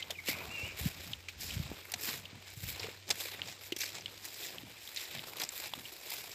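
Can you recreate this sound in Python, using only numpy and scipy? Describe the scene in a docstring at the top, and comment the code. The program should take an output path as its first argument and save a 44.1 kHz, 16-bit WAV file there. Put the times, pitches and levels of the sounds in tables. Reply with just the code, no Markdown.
"""Legs swish through tall dry grass and stalks snap underfoot, while wind buffets the microphone,
most heavily early on. Two walkers cross a meadow; the one behind carries the microphone.
The grass is clumped scratchy noise in bands that swell apart; snaps, flicks and wind are shaped noise.
Boot thuds and wind buffets are decaying sines. A bird whistles nearby at the start in gliding sines,
and a far engine drones as one sine, slowly rising overall before it fades."""
import sys
import numpy as np
from scipy import signal
from scipy.fft import rfft, irfft, next_fast_len
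from scipy.io import wavfile

SR = 44100
rng = np.random.default_rng(int(sys.argv[2]) if len(sys.argv) > 2 else 0)


def transcribe(u):
    """Save the signal u as a 16-bit wav file named by the first command-line argument.

    u: samples, shape (n,) or (channels, n), limited to [-1, 1]; the rate is SR.
    q: integer samples, one column per channel.
    """
    v = np.clip(np.atleast_2d(u).T, -1, 1)
    q = np.round(v * 32767).astype(np.int16)
    wavfile.write(sys.argv[1], SR, q)


N = 279594  # length in samples

# Legs swishing through the blades; rise and fall each span 10 dB of the floorless swell, roughly:
# peak_s, rise_s, fall_s, stalk_body_db, then over the body: leaf_sheen_db, near_treble_db, low_mid_tread_db
LEG_SWISHES = [(0.0, .02, 0.027, -45.5, -7.5, -13, -11), (0.113, 0.034, 0.029, -51, -20, -13, 0),
               (0.29, 0.021, 0.035, -36, -3, -1.5, -11.5), (0.395, 0.078, .1, -51, -5.5, -4, 3),
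               (0.607, 0.16, 0.16, -53.5, 1, -4.5, -0.5), (0.794, .02, 0.085, -47.5, -3.5, 2, -7),
               (0.874, 0.045, 0.025, -43, -3, -2, -10.5), (1.058, 0.26, 0.12, -52, -3.5, -2.5, -5),
               (1.293, 0.0086, 0.048, -51.5, -6, -7, -29), (1.42, 0.026, 0.21, -47.5, 0.5, -0.5, -12.5),
               (1.54, 0.073, 0.069, -50.5, -12, -6, -10), (1.68, 0.29, 0.45, -53.5, -13, -21, -3.5),
               (2.02, 0.017, 0.085, -49.5, 2.5, 8, -1), (2.085, 0.065, 0.072, -40, -2, -1, -8.5),
               (2.51, 0.093, 0.063, -54, -2.5, -9.5, -15), (2.697, 0.088, .05, -47, -2.5, 2.5, -13.5),
               (2.842, 0.13, 0.088, -45.5, -6, -8, -5), (3.09, .012, .01, -46.5, 0, -10, -3.5),
               (3.109, 0.0081, 0.025, -38.5, -7, -6, -3.5), (3.21, 0.051, 0.09, -44.5, -1, 0.5, -7.5),
               (3.33, 0.11, 0.067, -50, -11, -5, -10), (3.416, 0.096, .04, -51, -11, -23, -2.5),
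               (3.494, 0.043, 0.05, -46.5, -1, -6, -7.5), (3.664, 0.057, 0.029, -54, -0.5, 1.5, -15),
               (3.815, 0.019, 0.065, -41, 0.5, -0.5, -12.5), (3.955, 0.041, 0.053, -49, -2.5, -8, -3),
               (4.258, .025, 0.11, -51, 0, -2, -4), (4.422, .045, 0.1, -44.5, -2.5, -1.5, -10),
               (4.54, 0.13, 0.11, -59.5, -13, -2, 3), (4.7, 0.024, 0.026, -55.5, -11, -5, -7),
               (4.873, 0.11, 0.11, -56, 0.5, 2.5, -16), (4.975, 0.019, 0.06, -45, -3, -5, -20),
               (5.025, 0.05, 0.04, -47, -3, 1.5, -12), (5.156, 0.13, 0.11, -47, -6.5, -7.5, -7.5),
               (5.296, .06, 0.07, -56.5, -0.5, 5, 1), (5.423, 0.059, 0.038, -46, -0.5, -2.5, -3.5),
               (5.571, 0.048, 0.083, -46, -2.5, 1.5, -10), (5.651, 0.039, 0.042, -44.5, -5.5, -7, -9),
               (6.13, 0.083, 0.16, -47, -2, 1, -8.5), (6.338, 0.047, .05, -59, 3, -3, -4)]
# Steady rustle between swishes: time_s, stalk_body_db, treble_over_body_db, tread_over_body_db
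STEADY_RUSTLE = [(0, -60.5, -5, 0.5), (.22, -63, 1, -1), (.7, -59, -8, 2), (1.25, -67.5, -12, -2.5),
                 (1.85, -63.5, 3.5, 0), (2.3, -58.5, -18, -1.5), (2.6, -71, 9, 0), (3.03, -63, -11, -6),
                 (3.35, -62, -6, -4), (3.73, -61, -8, -1), (4.1, -56, -6.5, -4), (4.35, -59.5, 3, -9),
                 (4.7, -58.5, -6, -4.5), (5.0, -61.5, -9, -3), (5.5, -57.5, -6, -2), (5.83, -54.5, 0, -5),
                 (6.05, -59, 1, -2.5), (6.34, -57, -4, -1.5)]
# Tone of the rubbing grass at the microphone: frequency_hz, gain_db
GRASS_TONE = [(200, -9), (350, -6.5), (750, -9), (1300, -12), (2400, -3), (3000, -7.5), (3900, -4.5),
              (4450, -7.5), (5000, -4.5), (6200, -12.5), (7500, -6.5), (9300, -21), (12500, -11),
              (15500, -13.5)]
# Stalks breaking; crackle and fray are relative to the ringing crack:
# start_s, core_peak_db, ring_hz, broad_crackle_db, treble_fray_db, length_ms
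STALK_SNAPS = [(0.0249, -27.5, 3250, -27, -38, 4.9), (0.1054, -26, 3440, -1, -7, 7.6),
               (0.2854, -24, 2380, -7, -14, 5.2), (0.8593, -42, 2100, -3, -7, 4.7),
               (1.133, -26.5, 3180, -32, -37, 3.7), (1.285, -29.5, 2460, -6.5, -31, 6.9),
               (1.4088, -33, 5470, 10, 6, 5.1), (1.505, -31.5, 2970, -24, -34, 5.5),
               (1.5374, -34, 2660, 7, 2, 10), (1.9185, -33, 5300, 1.5, 7, 4.6),
               (1.938, -22, 2440, 12, -1, 5.4), (2.0924, -31, 3950, -14, -15, 4.5),
               (2.2542, -35, 3080, -22, -23, 4.7), (2.796, -31, 4760, -23, -27, 3.3),
               (2.831, -29, 2340, -7, -34, 4.6), (2.844, -33, 2520, -16, -23, 3.2),
               (3.0914, -33, 1970, 6, 5.5, 2.6), (3.1032, -18.5, 4900, 3, -8, 7.4),
               (3.109, -18, 5000, 18, -22, 4), (3.127, -38, 2370, 0, -14, 3), (3.155, -38, 1940, 0, 0, 5.3),
               (3.195, -47, 4000, 2, -5, 4.2), (3.2064, -35.5, 4030, -11, 1, 7.5),
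               (3.3948, -35.5, 1800, -17, -31, 2.4), (3.4176, -23, 3120, -26, -38, 2.5),
               (3.7213, -25, 2840, -9.5, -16, 6.5), (3.7633, -29.5, 5500, 7, 0, 6.9),
               (3.784, -41, 5500, 0, 4, 3), (3.7884, -35.5, 5660, -10, 5, 3),
               (3.8064, -25.5, 5810, -17, -11, 4.3), (3.816, -27.5, 3870, -2, -24, 4.8),
               (3.834, -28, 1810, -15, -22, 3.9), (3.8562, -34, 4300, -16, -17, 7.3),
               (3.9513, -31, 5960, 15, -21, 3.3), (3.9832, -35, 3830, 5, -22, 3.8),
               (4.0083, -38, 5200, -6, -21, 3.8), (4.0587, -25, 3160, -31, -37, 2.7),
               (4.1766, -37.5, 3710, -2, -8, 4.2), (4.2509, -35, 5330, 10.5, 13, 8.3),
               (4.583, -30.5, 3120, -22, -24, 2.4), (4.8743, -35, 3420, -9, -7, 5.3),
               (4.9613, -29.5, 4520, 3, -22, 5), (4.972, -28, 4000, -15, -21, 5),
               (5.0533, -37, 3970, -21, -24, 4.2), (5.193, -28.5, 3060, -19, -26, 2),
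               (5.368, -35.5, 3580, -7, -2, 6.4), (5.3984, -27.5, 4740, 2, -3, 5.6),
               (5.417, -25.5, 3600, -4, -4, 3.4), (5.436, -24.5, 5300, 2, -2, 4.2),
               (5.4898, -27.5, 7540, -3, -12, 3.3), (5.7368, -24, 3070, -14, -15, 2.7),
               (5.853, -35.5, 2770, -19, -23, 11), (6.1026, -35.5, 2260, 5, 11.5, 4.7),
               (6.3148, -37.5, 5000, -2, -13, 5.7)]
# Thin blades flicking close to the microphone: start_s, peak_db
BLADE_FLICKS = [(1.4075, -26), (2.1984, -41), (2.504, -35.5), (3.6421, -35), (4.9207, -41), (4.9468, -30),
                (5.1133, -44), (5.151, -30), (5.2074, -36), (5.6725, -31.5), (5.7029, -41)]
# Boots knocking soil and stems: start_s, level_db (before onset and decay), pitch_hz, t60_s
BOOT_THUDS = [(0.102, -33.5, 650, 0.033), (0.285, -24.5, 526, 0.018), (0.289, -24, 273, 0.02),
              (0.414, -35, 960, 0.02), (1.109, -37, 296, 0.014), (1.716, -13, 338, 0.0043),
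              (1.937, -34, 735, 0.038), (2.085, -36, 237, 0.034), (2.33, -32, 198, 0.014),
              (2.795, -36, 450, 0.02), (2.842, -33.5, 447, 0.061), (2.885, -29, 444, 0.017),
              (3.101, -31, 800, 0.031), (3.467, -41, 484, 0.028), (3.722, -25.5, 348, 0.036),
              (3.764, -32, 335, 0.014), (4.634, -35.5, 293, 0.02), (5.401, -35, 458, 0.017),
              (5.434, -31.5, 790, 0.019), (5.736, -18.5, 925, 0.0062), (5.777, -39.5, 285, 0.029)]
# Puffs of wind and jolts on the microphone: peak_s, rise_s, fall_s, flutter_db, deep_rumble_db
WIND_GUSTS = [(0.09, .15, .15, -63.5, -74), (0.35, .09, 0.18, -53, -64), (0.49, 0.041, 0.041, -53, -49),
              (0.63, 0.052, .08, -50.5, -63), (0.71, 0.084, 0.14, -61, -55), (0.86, 0.041, 0.028, -40, -39),
              (1.0, 0.072, .05, -54.5, -54), (1.11, 0.058, 0.038, -52.5, -68), (1.16, 0.037, .04, -68, -58),
              (1.41, 0.035, .15, -56, -50), (1.6, 0.12, .05, -48, -42), (1.7, 0.037, 0.057, -51, -54),
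              (1.96, .03, 0.026, -56.5, -69), (2.15, .12, 0.11, -54, -65), (2.35, 0.032, 0.045, -53.5, -70),
              (2.56, 0.046, 0.033, -65, -54), (2.65, 0.034, 0.11, -52.5, -49.5),
              (2.84, 0.043, 0.091, -53.5, -74), (3.11, 0.027, 0.037, -52, -71), (3.44, .09, .1, -55.5, -73),
              (4.02, 0.16, 0.18, -61.5, -75), (4.66, 0.17, .06, -56.5, -71),
              (5.17, 0.036, 0.098, -54.5, -75), (5.44, .08, 0.047, -59, -67),
              (5.81, 0.095, 0.056, -55, -75), (6.2, 0.18, .2, -65.5, -71)]
# Tone of the wind noise: frequency_hz, level_db (per Hz, relative)
WIND_TONE = [(18, -46), (30, 0), (81, 6.5), (146, 1), (297, -6), (372, -20), (497, -73), (517, -25),
             (700, -18), (910, -54), (1540, -120)]
# Single strong eddies pushing the capsule: start_s, level_db (before onset and decay), pitch_hz
WIND_BUFFETS = [(0.63, -24, 83), (0.809, -22, 83), (0.857, -13.5, 165), (1.402, -33, 80.7),
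                (1.565, -21, 110), (1.597, -18.5, 139), (1.653, -27.5, 127), (1.7, -30, 83.4),
                (2.571, -28.5, 116), (2.633, -25, 115), (2.665, -33, 100), (2.699, -33, 106)]
# Bird notes, each a list of glide points: time_s, pitch_hz, level_db (before flutter)
BIRD_NOTES = [
    [(0, 2130, -56), (.012, 2060, -51), (.025, 2030, -68)],
    [(.135, 3050, -66), (.147, 2970, -51), (.158, 2420, -49), (.172, 2460, -62), (.178, 2450, -63)],
    [(.179, 2450, -68), (.189, 2250, -41.5), (.2, 2000, -57), (.206, 2000, -71)],
    [(.282, 2900, -44), (.29, 2530, -55), (.302, 2056, -37), (.32, 2420, -47), (.336, 2120, -50),
     (.345, 2150, -63)],
    [(.49, 2590, -52), (.515, 2740, -49), (.53, 2817, -44), (.56, 2773, -43), (.6, 2672, -43),
     (.63, 2740, -42), (.655, 2870, -44), (.675, 3020, -46), (.69, 2990, -64)],
]
# Breathy band under the whistles, perhaps a farther bird blurred by the trees: time_s, level_db
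WHISTLE_HAZE = [(0, -57), (.1, -68), (.28, -78), (.33, -45), (.42, -54), (.48, -57), (.55, -50),
                (.66, -47.5), (.78, -55), (.9, -70), (1.1, -89), (1.3, -95)]
# Far engine: time_s, pitch_hz, level_db (before wavering)
ENGINE_DRONE = [(0, 89, -63), (1.2, 88.4, -59), (2.1, 92.5, -64.5), (2.9, 97.4, -60), (4.1, 100.2, -65.5),
                (4.8, 105.2, -72), (6.34, 104.3, -97)]
# Tone of the far air: frequency_hz, level_db (per Hz, relative)
MEADOW_TONE = [(76, -27), (130, -18), (158, -6.5), (357, -4.5), (1090, -15.5), (2420, -3.5), (4510, -10),
               (4930, -7), (5290, -9.5), (9000, -15), (11700, -94), (19800, -120)]


def sweep():
    """One rub heard in four parts; thick and thin blades make each narrow band swell on its own."""
    sheen_db, sheen_share = -2.5, 0.59  # steady sheen over the body; share of the treble's swing in it
    body_db, treble_db, tread_db = in_time(STEADY_RUSTLE)
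    steady_sheen_db = sheen_db + sheen_share * treble_db
    steady_db = [body_db, body_db + steady_sheen_db, body_db + treble_db, body_db + tread_db]

    swish_db, *over_db = np.array(LEG_SWISHES)[:, 3:].T
    peaks_db = [swish_db] + [swish_db + db for db in over_db]
    gains = swells(LEG_SWISHES, peaks_db, steady_db)

    rub = colour(blades(400, spread_db=4, clump_db=1.8, smooth=2.2), GRASS_TONE)
    edges_hz = [280, 600, 1000, 1500, 1850, 2250, 2700, 3200, 3700, 4300, 4900, 5600,
                6500, 7400, 8500, 10000, 11500, 13000, 18000]
    bands = [narrow * from_db(2.5 * drift(30)) for narrow in split(rub, edges_hz)]
    body, sheen = rms_one(sum(bands[3:9])), rms_one(sum(bands[9:14]))
    treble, tread = rms_one(sum(bands[14:18])), rms_one(sum(bands[0:3]))
    return sum(gain * part for gain, part in zip(gains, [body, sheen, treble, tread]))


def blades(per_s, spread_db, clump_db, smooth):
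    """Blades flick past in clumps as millisecond scratches of uneven size, over a smooth rub; rms 1."""
    clump = from_db(clump_db * drift(110))
    sizes = from_db(spread_db * np.minimum(rng.exponential(1, N), 4))
    starts = sizes * (rng.random(N) < per_s * clump / SR)
    fade = np.exp(-1 / (.001 * SR))  # 1 ms time constant
    scratches = rms_one(signal.lfilter([1], [1, -fade], starts))
    return rms_one((scratches + smooth * clump) * rng.standard_normal(N))


def snaps():
    """A stalk tears in a short noisy burst: it rings around one pitch, crackles broadly and frays on top."""
    first_break = 6.0  # height of the opening click against the tearing noise
    size = 2048
    out, t = np.zeros(N + size), np.arange(size) / SR
    click = first_break * (t == t[8])
    tears = rng.standard_normal((len(STALK_SNAPS), 3, size))
    for (s, peak_db, hz, broad_db, fray_db, ms), tear in zip(STALK_SNAPS, tears):
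        length_s = ms / 1000
        shape = np.minimum(t / (0.061 * length_s), 1) * np.exp(-(t / length_s) ** 1.34)
        crack = rms_one(ring(ring((tear[0] + click) * shape, hz, 1050), hz, 1050))
        broad = rms_one(band(band(tear[1] * shape, 1600, 8200), 1600, 8200))
        fray = rms_one(ring(tear[2] * shape, 12800, 5000))
        core = crack + from_db(broad_db) * broad
        snap = (core + from_db(fray_db) * fray) / np.max(np.abs(core))
        at = round(s * SR)
        out[at:at + size] += from_db(peak_db) * snap
    return out[:N]


def flicks():
    """A thin blade flicks by as a tiny bright puff of noise that dies within a few milliseconds."""
    out, t = np.zeros(N), np.arange(400) / SR
    noises = rng.standard_normal((len(BLADE_FLICKS), len(t)))
    for (s, peak_db), noise in zip(BLADE_FLICKS, noises):
        puff = band(noise * np.exp(-t / 0.00047), 6500, SR / 2.2)
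        at = round(s * SR)
        out[at:at + len(t)] += from_db(peak_db) * puff / np.max(np.abs(puff))
    return out


def thuds():
    """A boot knocks soil and stems, each knock ringing one dull mode."""
    return pushes(BOOT_THUDS, rise_s=0.00091)


def wind():
    """Lumpy low noise from eddies at the microphone port; large eddies rumble, small ones flutter."""
    calm_db = [-74.5, -70.5]  # flutter and rumble between the puffs
    eddies = colour(rng.standard_normal(N), WIND_TONE) * from_db(1.5 * drift(25))
    rumble, flutter = split(eddies, [25, 95, 900])
    flutter_gain, rumble_gain = swells(WIND_GUSTS, np.array(WIND_GUSTS)[:, 3:].T, calm_db)
    return flutter_gain * rms_one(flutter) + rumble_gain * rms_one(rumble)


def buffets():
    """A strong eddy pushes the capsule, a low sine with a soft onset and quick decay."""
    t60_s = 0.039
    return pushes([(*row, t60_s) for row in WIND_BUFFETS], rise_s=0.0039)


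def bird():
    """Near sines that flutter in strength, with a haze of echoes from the trees."""
    whistle, t = np.zeros(N), np.arange(N) / SR
    for note in BIRD_NOTES:
        hz, level_db = in_time(note)
        sounding = (t >= note[0][0]) * (t < note[-1][0])
        whistle += sounding * from_db(level_db) * sine(hz)
    flutter_db = 2.7 * np.sin(2 * np.pi * 31 * t + 0.88) + 2.4 * drift(38)
    whistle *= np.sqrt(2) * from_db(flutter_db)  # sqrt(2): levels are rms
    echoes = rng.standard_normal(SR // 2) * from_db(-60 * t[:SR // 2] / .5)  # 60 dB down in 0.5 s
    echoes /= np.sqrt(np.sum(echoes ** 2))
    return whistle + from_db(-7.5) * signal.fftconvolve(whistle, echoes)[:N]


def haze():
    """A breathy band: noise passed twice through one resonance, drifting in level."""
    breath = ring(ring(rng.standard_normal(N), 2390, 410), 2390, 410)
    level_db = in_time(WHISTLE_HAZE)[0] + 1.8 * drift(23)
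    return from_db(level_db) * rms_one(breath)


def drone():
    """The firing tone of a far engine, wavering in level as it crosses moving air."""
    hz, level_db = in_time(ENGINE_DRONE)
    return np.sqrt(2) * from_db(level_db + 0.57 * drift(13)) * sine(hz)


def meadow_air():
    """The far air of the meadow, a steady bed of coloured noise."""
    level_db = -61
    return from_db(level_db) * rms_one(colour(rng.standard_normal(N), MEADOW_TONE))


def pushes(table, rise_s):
    """A soft push sets one dull mode ringing: a sine with an eased onset and exponential decay."""
    out, t = np.zeros(N + 4096), np.arange(4096) / SR
    for s, level_db, hz, t60_s in table:
        at = round(s * SR)
        envelope = from_db(level_db - 60 * t / t60_s) * (1 - np.exp(-t / rise_s))
        out[at:at + len(t)] += envelope * np.sin(2 * np.pi * hz * t)
    return out[:N]


def swells(rows, levels_db, floors_db):
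    """Each row swells and fades, powers adding over a floor; returns one gain curve per level column."""
    roundness = 1.2  # of a swell's top: 1 is pointed
    t = np.arange(0, N, 64) / SR
    s, rise_s, fall_s = np.array(rows)[:, :3].T[..., None]
    span_s = np.where(t < s, rise_s, fall_s)
    shape = from_db(-20 * (np.abs(t - s) / span_s) ** roundness)  # doubled dB value: this is power
    powers = from_db(2 * np.array(levels_db)) @ shape
    full_t = np.arange(N) / SR
    return [np.sqrt(np.interp(full_t, t, power) + from_db(2 * np.asarray(floor_db)))
            for power, floor_db in zip(powers, floors_db)]


def sine(hz):
    """A sine whose phase accumulates a moving pitch."""
    return np.sin(2 * np.pi * np.cumsum(hz) / SR)


def drift(rate_hz):
    """Slow chance: noise through a double one-pole low-pass, scaled to rms 1."""
    r = np.exp(-2 * np.pi * rate_hz / SR)
    noise = rng.standard_normal(N + SR)  # the first second lets the filter settle
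    return rms_one(signal.lfilter([1], [1, -2 * r, r * r], noise)[SR:])


def ring(x, hz, width_hz):
    """A two-pole resonance with a gain of about 1 at its top."""
    r = np.exp(-np.pi * width_hz / SR)
    poles = [1, -2 * r * np.cos(2 * np.pi * hz / SR), r * r]
    return signal.lfilter([(1 - r * r) / 2, 0, (r * r - 1) / 2], poles, x)


def band(x, low_hz, high_hz):
    """Keep the sound between two frequencies."""
    return signal.sosfilt(signal.butter(3, [low_hz, high_hz], "band", fs=SR, output="sos"), x)


def split(x, edges_hz):
    """Bands between the edges that add up seamlessly, as differences of low-passes."""
    lows = [signal.sosfiltfilt(signal.butter(6, hz, fs=SR, output="sos"), x) for hz in edges_hz]
    return [upper - lower for lower, upper in zip(lows, lows[1:])]


def colour(x, spectrum):
    """Shape a signal's spectrum by frequency and dB points, joined along log frequency."""
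    size = next_fast_len(N + 4096)
    hz = np.arange(size // 2 + 1) * SR / size + 1  # +1 avoids log of zero
    point_hz, point_db = np.array(spectrum).T
    gain = from_db(np.interp(np.log(hz), np.log(point_hz), point_db))
    return irfft(rfft(x, size) * gain, size)[:N]


def in_time(rows):
    """Draw each column after the time as a straight-line curve over the scene."""
    s, *columns = np.transpose(rows)
    return [np.interp(np.arange(N) / SR, s, column) for column in columns]


def from_db(db):
    """Decibels to amplitude."""
    return 10 ** (np.asarray(db) / 20)


def rms_one(x):
    """Scale to rms 1."""
    return x / np.sqrt(np.mean(x ** 2) + 1e-20)


def scene():
    """All sources reach one microphone, copied to two channels."""
    grass = sweep() + snaps() + flicks() + thuds()
    gusts = wind() + buffets()
    background = bird() + haze() + drone() + meadow_air()
    return np.tile(grass + gusts + background, (2, 1))


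def record(dry):
    """The small capsule drops the deep bass; the top is cut steeply."""
    cutoff_hz = 15050
    thin = signal.sosfilt(signal.butter(3, 60, "high", fs=SR, output="sos"), dry)
    return signal.sosfilt(signal.ellip(12, .5, 70, cutoff_hz, fs=SR, output="sos"), thin)


dry = scene()
out = record(dry)
transcribe(out)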